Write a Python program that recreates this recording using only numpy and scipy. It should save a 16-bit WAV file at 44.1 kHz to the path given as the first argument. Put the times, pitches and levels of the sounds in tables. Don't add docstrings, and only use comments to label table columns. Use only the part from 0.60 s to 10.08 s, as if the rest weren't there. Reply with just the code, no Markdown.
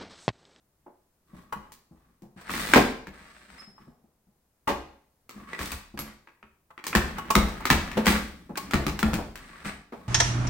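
import sys
import numpy as np
from scipy import signal
from scipy.fft import rfft, irfft, next_fast_len
from scipy.io import wavfile
from scipy.ndimage import map_coordinates

SR = 44100
rng = np.random.default_rng(int(sys.argv[2]) if len(sys.argv) > 2 else 0)


def unload_audio(sound):
    columns = np.transpose(np.atleast_2d(sound))
    steps = np.round(np.clip(columns, -1, 1) * 32767)
    wavfile.write(sys.argv[1], SR, steps.astype(np.int16))


N = 418068
AGE = np.arange(SR // 2) / SR

# f/Hz, level/dB
STEEL_SPECTRUM = [(60, -22.5), (300, 5.5), (650, -7), (1000, 2), (1500, -2.5), (2300, 0), (3100, -8.5),
                  (5000, -14.5), (8500, -16.5), (10500, -22.5), (15500, -17)]
# t/s, clack/dB, treble/dB, rattle/dB, flex/Hz, table thump/dB
LEVER_JERKS = [(6.351, -16, -8, -6.5, 1775, -13.5), (6.753, -14, -7.5, -10, 1250, -10),
               (7.102, -13.5, -8.5, -4.5, 1820, -14), (7.467, -17, -9, -2, 1994, -14.5),
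               (8.135, -20.5, -11.5, -15, 1410, -14.5), (8.429, -19.5, -13.5, -13.5, 1410, -14)]


def amp(db):
    return 10 ** (np.asarray(db) / 20)


def unit(x):
    return x / np.sqrt(np.mean(x ** 2, axis=-1, keepdims=True) + 1e-20)


def blow(x):
    return unit(x) * np.sqrt(SR / 100 / x.shape[-1])


def fade(t60):
    return np.exp(-np.log(1000) * AGE / t60)


def along(points, hz):
    freqs, values = np.transpose(points)
    return np.interp(np.log(hz + 1), np.log(freqs), values)


def colour(x, points):
    size = 2 * next_fast_len(x.shape[-1] // 2 + 2048)
    cepstrum = irfft(np.log(amp(along(points, np.fft.rfftfreq(size, 1 / SR)))))
    cepstrum[1:size // 2] *= 2
    cepstrum[size // 2 + 1:] = 0
    return irfft(rfft(x, size) * np.exp(rfft(cepstrum)), size)[..., :x.shape[-1]]


def add(track, s, sound):
    start = round(s * SR)
    track[..., start:start + sound.shape[-1]] += sound[..., :N - start]


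def wobble(rate):
    knots = rng.standard_normal(int(N * rate / SR) + 4)
    return map_coordinates(knots, [np.arange(N) * rate / SR])


def grains(rate, size=len(AGE)):
    return unit((rng.random(size) < rate / SR) * rng.standard_normal((2, size)))


def slips(rate, spectrum):
    return unit(colour(grains(rate, size=N) * amp(1.3 * wobble(130)), spectrum))


def ring(modes, scatter_db, detune):
    out = np.zeros(len(AGE))
    for hz, db, t60 in modes:
        envelope = amp(db + scatter_db * rng.normal()) * fade(t60)
        pitch = hz * (1 + detune * rng.normal())
        out += envelope * np.sin(2 * np.pi * pitch * AGE + rng.uniform(0, 2 * np.pi))
    return out


def gestures(rows, attack_s, release_db_per_s):
    t, out = np.arange(N) / SR, np.zeros(N)
    for s, length, db in rows:
        rise = np.clip((t - s) / attack_s, 0, 1)
        out += rise * amp(db - release_db_per_s * np.clip(t - s - length, 0, 2))
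    return out


def room_tone():
    # f/Hz, level/dB
    air_spectrum = [(30, -12), (60, -8), (1000, -25.5), (3200, -37), (15000, -34)]
    return amp(-72 + wobble(0.98)) * unit(colour(rng.standard_normal((2, N)), air_spectrum))


def kitchen(send):
    # f/Hz, t60/s
    decay_times = [(100, 0.5), (1500, 0.48), (5000, 0.52), (13000, 0.31)]
    out, step, predelay_s = np.zeros((2, N)), SR // 3, 0.006
    for start in range(0, N, step):
        hz, t, noise = signal.stft(rng.standard_normal((2, 2 * SR // 3)), SR, nperseg=256)
        decay = np.exp(-np.log(1000) * t / along(decay_times, hz)[:, None])
        tail = signal.istft(noise * decay, SR, nperseg=256)[1]
        wet = signal.fftconvolve(send[None, start:start + step], tail / np.linalg.norm(tail[0]), axes=1)
        add(out, start / SR + predelay_s, wet)
    return out


def rod_squeaks():
    # t/s, length/s, level/dB, f/Hz
    squeaks = [(2.98, 0.032, -42, 5155), (3.061, 0.044, -53, 5160), (4.924, 0.016, -27.5, 1952)]
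    t, out = np.arange(N) / SR, np.zeros(N)
    for s, length, db, hz in squeaks:
        phase = 2 * np.pi * hz * t + 0.5 * wobble(90)
        tone = sum(amp(-22 * k) * np.sin((k + 1) * phase) for k in range(3))
        out += tone * gestures([(s, length, db)], attack_s=0.027, release_db_per_s=900)
    return out * np.array([[1], [-0.5]])


def pin_clink():
    # f/Hz, level/dB, t60/s
    pin_modes = [(4247, -3.5, 0.075), (7000, -4, 0.13), (11510, 7.5, 0.14)]
    # t/s, level/dB
    strikes = [(5.392, -38.5)]
    out = np.zeros((2, N))
    for s, db in strikes:
        ping = np.array([ring(pin_modes, scatter_db=1, detune=0) for _ in range(2)])
        add(out, s, amp(db) * blow(ping))
    return out


def frame_ring(attack_s):
    # f/Hz, level/dB, t60/s
    frame_modes = [(866.5, 4, 0.12), (1101, 6.5, 0.12), (1137, -5, .2), (1387, -8.5, .1),
                   (1713, -14.5, 0.21), (1884, -9.5, 0.098), (1990, -8, .1), (2914, -14, 0.17)]
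    ringing = np.array([ring(frame_modes, scatter_db=2.5, detune=0.01) for _ in range(2)])
    return ringing * (1 - fade(attack_s))


def friction():
    # t/s, length/s, level/dB
    rubs = [(0.65, 0.096, -68.5), (0.74, 0.042, -57.5), (1.0, 0.063, -68), (1.33, 0.19, -75),
            (3.16, 0.069, -66), (4.7, 0.12, -56.5), (9.33, 0.14, -60.5)]
    # t/s, length/s, level/dB
    slides = [(1.76, 0.089, -52), (1.85, .04, -46), (2.52, 0.33, -53), (2.88, 0.145, -52), (4.87, .12, -48),
              (5.39, 0.122, -52.5), (8.76, 0.31, -50.5), (9.04, 0.036, -34)]
    # t/s, length/s, rumble/dB, scrape/dB re rumble
    strains = [(6.267, 1.3, -42.5, -5.5), (7.951, 0.43, -47, -5.5)]
    # t/s, length/s, level/dB
    cuts = [(1.885, 0.32, -35), (4.98, .06, -37.5), (5.09, 0.023, -44), (7.445, 0.069, -30)]
    # f/Hz, level/dB
    rumble_spectrum = [(25, -16.5), (60, -1), (100, -15), (205, -0.5), (340, -11.5), (1000, -48)]
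    # f/Hz, level/dB
    scrape_spectrum = [(150, -37), (450, -7), (2000, -4), (3000, -14.5), (9000, -38)]
    # f/Hz, level/dB
    hiss_spectrum = [(1500, -27.5), (3500, 4.5), (7000, -4), (8400, 1.5), (10700, -7), (15500, -4)]
    # f/Hz, level/dB
    zing_spectrum = [(1500, -25), (4000, -2), (6800, -10.5), (8400, -1.5), (10500, -18), (15500, -18)]

    rub = gestures(rubs, attack_s=0.041, release_db_per_s=130)
    slide = gestures(slides, attack_s=0.022, release_db_per_s=232.5)
    groan = gestures([row[:3] for row in strains], attack_s=0.027, release_db_per_s=34)
    creaks = [(s, length, db + scrape_db) for s, length, db, scrape_db in strains]
    creak = gestures(creaks, attack_s=0.027, release_db_per_s=232.5)
    creep = gestures([(s, 0, db - 28) for s, db, *_ in LEVER_JERKS], attack_s=0.034, release_db_per_s=67)
    cut = gestures(cuts, attack_s=0.034, release_db_per_s=174.5) + creep
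    rumble_gain = amp(-2.5) * cut + amp(-7) * slide + amp(7.5) * rub + groan
    scrape_gain = cut + slide + amp(-3) * rub + creak
    crunch_gain = amp(-5.5) * cut + amp(-10.5) * rub

    judder = amp(1.8 * wobble(50) - 3)
    broad_scrape = slips(1500, scrape_spectrum)
    damped_frame = frame_ring(attack_s=0.00086) * fade(0.035)
    grinding = unit(signal.fftconvolve(broad_scrape, damped_frame, axes=1)[:, :N])
    crunch = slips(6000, hiss_spectrum) + 0.75 * slips(60, STEEL_SPECTRUM)
    zing = amp(-13.5) * slide * slips(6000, zing_spectrum)
    bite = 0.4 * amp(3.9 * wobble(16))
    scrape = unit(broad_scrape + bite * grinding)
    body = rumble_gain * slips(1400, rumble_spectrum) + scrape_gain * scrape + rub * grinding
    return judder * body + crunch_gain * crunch + zing


def hollow_knocks():
    # t/s, level/dB, tick/dB, frame ring/dB
    knocks = [(0.923, -22.5, -28, -9), (1.809, -44.5, -12, -21.5), (3.178, -46, -39, -8),
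              (4.073, -15, -27.5, -7), (6.103, -39.5, -41, -18.5), (6.581, -23.5, -19, -10),
              (6.702, -14.5, -13, -7.5), (7.003, -30, -25.5, -15.5), (7.971, -27.5, -3.5, -7.5)]
    out = np.zeros((2, N))
    for s, db, tick_db, ring_db in knocks:
        push = rng.standard_normal((2, len(AGE))) * fade(0.045) * (1 - fade(0.025)) ** 2
        note = blow(colour(push, [(600, -13), (1100, -1.5), (1500, -10), (6000, -40.5)]))
        tick = colour(blow(colour(push, STEEL_SPECTRUM)), [(1500, -4), (5000, 7.5)])
        ringing = blow(frame_ring(attack_s=0.017))
        add(out, s, amp(db) * (amp(-10) * note + amp(ring_db) * ringing + amp(tick_db) * tick))
    return out


def potato_thuds():
    # t/s, level/dB, treble/dB
    thuds = [(0.261, -35, -42), (2.157, 0, -18.5), (2.169, -3.5, -16.5), (4.075, -16.5, -20.5),
             (4.087, -13, -14.5), (4.11, -20, -20), (7.369, -10, -18.5), (7.893, -29, -34),
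             (8.582, -19, -31), (9.321, -25, -25.5)]
    # f/Hz, level/dB
    flesh_spectrum = [(40, -18.5), (120, -18), (230, 8), (420, 3), (900, 2), (1250, -6.5), (2200, -10),
                      (4000, -16.5), (9000, -29)]
    out = np.zeros((2, N))
    for s, db, treble_db in thuds:
        knock = blow(colour(grains(6000) * fade(0.067) * (1 - fade(0.034)), flesh_spectrum))
        crumble = blow(colour(grains(3000) * fade(0.12) * (1 - fade(0.065)), flesh_spectrum))
        thud = amp(-15.5) * knock + amp(-10.5) * crumble
        add(out, s, amp(db) * colour(thud, [(1200, 0.0075), (3500, treble_db + 15.5)]))
    return out


def table_thumps(cues):
    # f/Hz, level/dB, t60/s
    top_modes = [(143.7, -3.5, 0.22), (199, 6.5, 0.11), (210.2, -0.5, 0.26), (257, -0.5, .08),
                 (352, -6.5, 0.21)]
    # f/Hz, level/dB, t60/s
    leg_modes = [(37, -10.5, 0.7), (57.66, -1.5, 0.46), (73.2, -1, 0.35), (98, -9, 0.11)]
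    out = np.zeros((2, N))
    for s, db, sway_db in cues:
        top = blow(ring(top_modes, scatter_db=3, detune=0.06) * (1 - fade(0.018)))
        sway = blow(ring(leg_modes, scatter_db=2, detune=0.06) * (1 - fade(0.036)))
        buzz = blow(colour(grains(1300) * fade(0.53), [(60, 1.5), (350, -2), (800, -3.5), (2500, -35.5)]))
        add(out, s, amp(db - 1.5) * (top + amp(-8.5) * buzz))
        add(out, s + 0.009, amp(db + sway_db + 9.5) * sway)
    return out


def steel_crack():
    burst = rng.standard_normal((2, len(AGE))) * fade(0.015) * (1 - fade(0.004))
    return blow(colour(burst, STEEL_SPECTRUM)) * amp([[0], [-3]])


def metal_clacks(cues):
    out = np.zeros((2, N))
    for s, db, treble_db, rattle_db, flex_hz in cues:
        pitch = flex_hz * np.exp(0.0098 * rng.normal())
        flex = blow(np.sin(2 * np.pi * pitch * AGE) * fade(0.018)) * np.array([[1], [0]])
        chatter = blow(colour(grains(1400) * fade(0.11) * (1 - fade(0.051)), STEEL_SPECTRUM))
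        hit = amp(-4) * steel_crack() + amp(-5) * flex + amp(rattle_db + 2) * chatter
        hit += amp(-17.5) * blow(frame_ring(attack_s=0.0073))
        brightness = [(2500, 0), (4500, treble_db + 11.5), (12000, 1.6 * treble_db + 13)]
        add(out, s, amp(db) * colour(hit, brightness))
    return out


def impact_cues():
    # t/s, level/dB, treble/dB, flex/Hz
    contacts = [(1.12, -52, 2, 1080), (1.621, -63, -1, 1110), (1.895, -31.5, -22.5, 1290),
                (1.938, -30.5, -15.5, 1900), (2.136, -9, -12.5, 1610), (2.159, -21, -10, 710),
                (2.47, -41, -11, 1630), (4.693, -43, -4.5, 1300), (4.932, -33, -15, 1930),
                (4.991, -33, -7.5, 1700), (5.058, -40, -1, 2550), (5.118, -38.5, 0.5, 2540),
                (5.375, -37.5, -10, 1650), (5.673, -48, -19, 1960), (6.178, -39.5, -18, 1940),
                (6.24, -37, -7, 1820), (6.267, -31.5, -0.5, 1770), (6.329, -28, -23, 1360),
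                (6.885, -48.5, 0, 1650), (7.054, -22.5, -7, 1260), (7.315, -34.5, -11, 1750),
                (7.458, -27.5, -3.5, 1460), (7.956, -38, -14.5, 1590), (8.11, -33, -6.5, 1390),
                (8.141, -23.5, -10.5, 1230), (8.391, -29.5, -5, 1530), (8.54, -31.5, -4, 1490),
                (8.756, -40.5, -5, 1600)]
    # t/s, level/dB, sway/dB
    bumps = [(0.732, -39.5, -44), (0.957, -36, -19), (1.311, -45, -20), (1.619, -39.5, -41),
             (1.762, -43, -21), (2.159, -11, -25), (2.47, -37, -18), (3.074, -45, -33), (3.271, -43.5, -26),
             (3.44, -53.5, -29), (3.67, -57, -30), (4.108, -28.5, -15), (4.76, -38, -27),
             (4.993, -34.5, -8.5), (5.118, -41, -0.5), (5.34, -36, -17.5), (7.37, -19.5, -28),
             (7.893, -33.5, -25), (9.06, -28.5, -24)]
    # t/s, clack/dB, treble/dB, table thump/dB
    rocks = [(5.39, -35.5, -0.5, -33.5), (5.828, -48, -21.5, -52), (8.266, -25, -8.5, -21),
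             (8.533, -29, -9, -20.5)]
    linkage_rattle_db = -7
    thump_lag_s, jerk_sway_db = 0.0049, -15
    rock_flex_hz, rock_sway_db = 1267, -15.5
    clacks = [(s, db, treble_db, linkage_rattle_db, hz) for s, db, treble_db, hz in contacts]
    thumps = list(bumps)
    for s, db, treble_db, rattle_db, hz, thump_db in LEVER_JERKS:
        clacks.append((s, db, treble_db, rattle_db, hz))
        thumps.append((s + thump_lag_s, thump_db, jerk_sway_db))
    for s, db, treble_db, thump_db in rocks:
        clacks.append((s, db, treble_db, linkage_rattle_db, rock_flex_hz))
        thumps.append((s, thump_db, rock_sway_db))
    return clacks, thumps


def scene():
    # f/Hz, side gain/dB
    width = [(110, -24.5), (260, -12), (480, -7), (1100, -4), (4000, 0)]
    clacks, thumps = impact_cues()
    cutter = metal_clacks(clacks) + potato_thuds() + friction() + pin_clink()
    table = table_thumps(thumps)
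    soft_contacts = hollow_knocks() + rod_squeaks()
    air = room_tone()
    reverb = kitchen(amp(-6.5) * cutter[0] + amp(-9) * table[0] + amp(-7) * soft_contacts[0])
    mid, side = cutter + table + soft_contacts + reverb + air
    side = colour(side, width)
    return np.array([mid + side, mid - side]) * amp([[0], [-1]])


def record(dry):
    ceiling, top_hz = 1.05, 16000
    rounded = dry / (1 + np.abs(dry / ceiling) ** 6) ** (1 / 6)
    size = next_fast_len(N + SR // 2)
    passband = np.fft.rfftfreq(size, 1 / SR) < top_hz
    return irfft(rfft(rounded, size) * passband, size)[:, :N]


dry = scene()
out = record(dry)
unload_audio(out)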